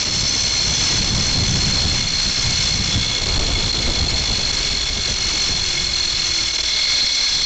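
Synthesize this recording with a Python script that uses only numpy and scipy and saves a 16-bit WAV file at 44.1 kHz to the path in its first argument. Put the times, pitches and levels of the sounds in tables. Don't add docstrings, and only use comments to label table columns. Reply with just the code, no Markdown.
import sys
import numpy as np
from scipy import signal
from scipy.fft import rfft, irfft, next_fast_len
from scipy.io import wavfile
from scipy.ndimage import uniform_filter1d

SR = 44100
rng = np.random.default_rng(int(sys.argv[2]) if len(sys.argv) > 2 else 0)


def elevation(decibels):
    levels = np.asarray(decibels, float)
    return 10 ** (levels / 20)


def int16_out(signal):
    q = np.round(np.clip(np.atleast_2d(signal).T, -1, 1) * 32767)
    wavfile.write(sys.argv[1], SR, q.astype(np.int16))


N = 328545


# (time [s], strands passing the wheel [Hz])
STRAND_RATE = [(0, 584), (.5, 570), (1.24, 542), (2.5, 494), (3.4, 460), (4.6, 409), (5.0, 392), (5.6, 364),
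               (6.1, 344), (6.45, 334), (6.75, 311), (7.0, 288), (7.2, 279), (7.45, 269)]
# (time [s], load [dB], lean [0-1])
RIDE = [(0, 1, 0.8), (.2, 1, 1), (.9, 1, 0.87), (1.3, 1.5, .8), (2.0, 1, 0.65), (2.6, 1.5, 0.81),
        (3.05, -2, 0.4), (3.3, 1.5, 0.2), (3.8, -1, 0.3), (4.4, 0.5, 0.5), (4.9, -2, .4), (5.25, 0.5, .5),
        (5.9, -1, 0.59), (6.35, 0.5, 0.7), (6.6, -2.5, .7), (6.75, 0.5, .65), (7.2, -1, 0.7),
        (7.45, -2, 0.7)]
STRANDS_PER_TURN = 8.12


def trolley():
    strand_hz, = curves(STRAND_RATE)
    load_db, lean = curves(RIDE)
    drop = step(6.66, 0.1)
    strand = 2 * np.pi * np.cumsum(strand_hz * (1 + 0.005 * walk(20))) / SR
    turn = strand / STRANDS_PER_TURN
    press = contact(turn)

    main_db = -24.5 + load_db
    high_db = -27 + 18 * (lean - 1)
    low_db = -35 + 0.16 * load_db
    grit = press * (1 + 0.81 * drop * np.cos(strand)) * rng.standard_normal(N)
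    body = pulley((main_db, high_db, low_db), grit, turn, 0.35 * drop, drop)
    hiss = contact_hiss(press, load_db, drop)

    chop = 0.05 + 0.1 * drop
    turns_to_jolt = -turn / (2 * np.pi) % 1
    lift = elevation(-4 * np.exp(-turns_to_jolt / 0.12))
    return lift * (1 + chop * np.cos(strand)) * (body + hiss) + strand_hum(strand)


# (frequency [Hz], family [0 main, 1 high, 2 low], sign at the microphone [+1 or -1])
MODES = [(1662, 2, 1), (2178, 2, 1), (3410, 2, -1), (4190, 2, 1), (4258, 0, 1), (4420, 0, 1), (5330, 0, -1),
         (5410, 1, -1), (5760, 0, 1), (6058, 1, -1), (6770, 0, -1), (7495, 1, 1)]
# (width [Hz], level [dB], throb depth [0-1], gain once the wheel drops [dB])
MODE_RING = [(25, -12.5, 0, 3), (44.6, 1, 0.3, 7), (89.5, 6.5, 0.3, 3.5), (89.5, -2.5, 0, 11.5),
             (76, 2, 0.56, 3), (118, -23, 0.96, 10.5), (220, -14.5, 0.4, 2.5), (97, 1, 0.1, 0),
             (50, -11.5, 0.4, 4.5), (55, 3.5, 0.55, -1), (50, -27, 0.02, 6.5), (78, -7, 0.5, 0)]


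def pulley(family_db, grit, turn, steady, drop):
    out = 0
    for (hz, family, sign), (width, db, depth, drop_db) in zip(MODES, MODE_RING):
        out_of_step = 0.76 * rng.standard_normal() + 0.5 * walk(2.7)
        throb = 1 + depth * (1 - steady) * np.cos(turn - 1.2 + out_of_step)
        level_db = db + family_db[family] + drop_db * drop + walk(9)
        out = out + sign * elevation(level_db) * throb * unit(ring(grit, hz, width))
    return out


def contact(turn):
    turns_since_jolt = turn / (2 * np.pi) % 1
    jolt = 1 + 0.49 * np.exp(-turns_since_jolt / 0.1)
    flicker_db = 0.44 * walk(70) + 0.9 * walk(10) + 1.37 * walk(300)
    return unit(jolt * elevation(flicker_db))


# (frequency [Hz], level [dB per Hz])
HISS_SPECTRUM = [(300, -0.5), (800, 3.5), (1300, 6.5), (2020, 7.5), (2350, 10.5), (3000, 11.5), (4000, -1),
                 (5500, 7), (7000, 9.5), (7700, 5), (8100, 3.5)]


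def contact_hiss(press, load_db, drop):
    return elevation(-27 + 0.8 * load_db - drop) * press * colour(HISS_SPECTRUM)


HUM_SPELLS = {1: [(-1, .55, -48), (.55, 4.35, -55), (4.35, 5.55, -47), (5.55, 6.64, -44), (6.64, 9, -51)],
              2: [(4, 6.66, -58), (6.66, 7.0, -43.5), (7.0, 7.25, -47)], 4: [(7.1, 9, -49.5)]}


def strand_hum(strand):
    fade = 0.06
    hum = 0
    for multiple, spells in HUM_SPELLS.items():
        for start, end, db in spells:
            spell = step(start, fade) - step(end, fade)
            hum = hum + elevation(db) * spell * np.sin(multiple * strand)
    return np.sqrt(2) * elevation(1.6 * walk(12)) * hum


# (time [s], length [s], depth [dB])
DIPS = [(.045, .006, -9), (.764, .006, -8), (3.205, .006, -8), (3.254, .007, -11), (3.275, .005, -8),
        (3.499, .006, -9), (3.722, .009, -13), (3.739, .006, -10), (4.055, .006, -8), (4.52, .008, -11),
        (4.696, .006, -8), (4.792, .007, -9), (4.851, .006, -8), (6.527, .007, -8), (6.578, .008, -8),
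        (6.626, .007, -8), (6.866, .006, -8)]


def dips():
    t = np.arange(N) / SR
    gain_db = 0
    for s, length, db in DIPS:
        late = (t - s) / length - 0.4
        gain_db = gain_db + db * np.exp(-np.where(late < 0, late / 0.95, late * 8) ** 2)
    return elevation(gain_db)


# (time [s], strength [dB], how squarely the port faces it [0-1])
AIR = [(0, -30, .6), (.64, -27.5, .6), (.75, -23.5, 0.44), (1.5, -23.5, 0.41), (2.0, -28, 0.2),
       (2.15, -32.5, 0.4), (3.17, -28.5, 0.19), (3.23, -27, 0.94), (4.4, -29, 0.73), (4.55, -33, 0.84),
       (5.5, -34, 0.44), (6.0, -37, 0.33), (6.6, -42, 0.55), (6.9, -45.5, 0.53), (7.45, -45, 0.6)]
# (peak time [s], length [s], rise [dB], facing added [0-1])
GUSTS = [(.09, .06, 2, .2), (.71, 0.09, 2.5, 0.2), (0.937, 0.13, 3, 0), (1.138, 0.068, 3.5, 0.3),
         (1.399, 0.06, 4.5, 0), (1.657, 0.27, 3, 0), (1.87, 0.18, 3.5, 0.3), (2.052, 0.067, 2, .1),
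         (2.275, 0.049, 9.5, .1), (2.468, 0.077, 11, .1), (2.716, 0.21, 7, 0), (2.976, 0.067, 8.5, 0),
         (3.126, .07, -1.5, 0.3), (3.277, .06, 7, .4), (3.395, 0.071, 7.5, .1), (3.548, 0.13, 7, 0),
         (3.883, 0.064, 7, .4), (4.016, 0.11, 5.5, .1), (4.148, .06, 3, .4), (4.317, .05, 5, .1),
         (4.396, 0.034, 5, 0.5), (4.659, 0.16, -0.5, .1), (4.877, 0.068, 1, 0.3), (5.11, 0.073, 3, 0.02),
         (5.348, 0.094, 0, .1), (5.523, .07, 4.5, .2), (5.82, 0.17, 4, 0), (6.35, 0.036, 0, .1),
         (7.035, 0.048, 10.5, 0), (7.383, .12, 8, 0)]


def airflow():
    t = np.arange(N) / SR
    flow_db, facing = curves(AIR)
    for s, length, db, facing_added in GUSTS:
        swell = np.exp(-((t - s) / length * 2) ** 2)
        flow_db = flow_db + db * swell
        facing = facing + facing_added * swell
    return flow_db, facing


# (frequency [Hz], level [dB per Hz])
BUFFET = [(12, 1.5), (25, -4.5), (60, -2.5), (90, -16), (140, -23.5)]
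RUMBLE = [(45, -26.5), (80, 6), (130, 2), (200, -2.5), (320, -18), (500, -35)]
FLUTTER = [(120, -8.5), (250, -2), (500, -6), (1000, -12.5), (2000, -28)]


def wind():
    flow_db, facing = airflow()
    puffs = walk(34)
    buffet_db = 0.52 * (flow_db + 31.5) - 24.5 + 8.5 * facing + 0.95 * puffs
    buffet = elevation(buffet_db) * np.tanh(0.38 * colour(BUFFET))
    rumble_db = flow_db - 5.5 * facing + 1.1 + 2.4 * puffs
    rumble = elevation(rumble_db) * colour(RUMBLE)
    flutter_db = 0.56 * (flow_db + 30) - 41.5 + 8.5 * facing + 0.47 * puffs + 2.04 * walk(45)
    flutter = elevation(flutter_db) * colour(FLUTTER)
    air = buffet + rumble + flutter
    slow = signal.sosfiltfilt(signal.butter(2, 110, fs=SR, output="sos"), air)
    shelter = 0.55 * (1 - step(1.0, 0.3))
    return air - shelter * slow


def curves(table):
    s, *columns = np.transpose(table)
    return [np.interp(np.arange(N) / SR, s, c) for c in columns]


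def step(s, rise):
    return 0.5 + 0.5 * np.tanh((np.arange(N) / SR - s) / rise * 2)


def unit(x):
    return x / np.sqrt(np.mean(x ** 2))


def colour(points):
    hz, db = np.transpose(points)
    size = next_fast_len(N)
    f = np.maximum(np.arange(size // 2 + 1) * SR / size, 1)
    gain = elevation(np.interp(np.log(f), np.log(hz), db, left=-90, right=-90))
    return unit(irfft(rfft(rng.standard_normal(size)) * gain, size)[:N])


def walk(rate):
    k = int(SR / rate)
    held = np.repeat(rng.standard_normal(N // k + 1), k)
    return unit(uniform_filter1d(uniform_filter1d(held, k), k)[:N])


def ring(x, hz, width):
    return signal.lfilter(*signal.iirpeak(hz, hz / width, SR), x)


def scene():
    tremble = elevation(0.41 * walk(40))
    return (dips() * tremble * (trolley() + wind()))[None]


def band_limit(x):
    return signal.sosfilt(signal.butter(12, 8940, fs=SR, output="sos"), x)


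CAMERA_RATIO = (160, 441)


def record(dry):
    up, down = CAMERA_RATIO
    ceiling, knee = 0.2, 10
    x = dry * elevation(0.5) / ceiling
    x = ceiling * x / (1 + np.abs(x) ** knee) ** (1 / knee)
    x = signal.resample_poly(x, up, down, axis=1)
    smooth = signal.firwin(32 * down + 1, 8000, window=("kaiser", 8.5), fs=SR * up)
    x = signal.resample_poly(x, down, up, axis=1, window=smooth)[:, :N]
    return band_limit(x)


dry = scene()
out = record(dry)
int16_out(out)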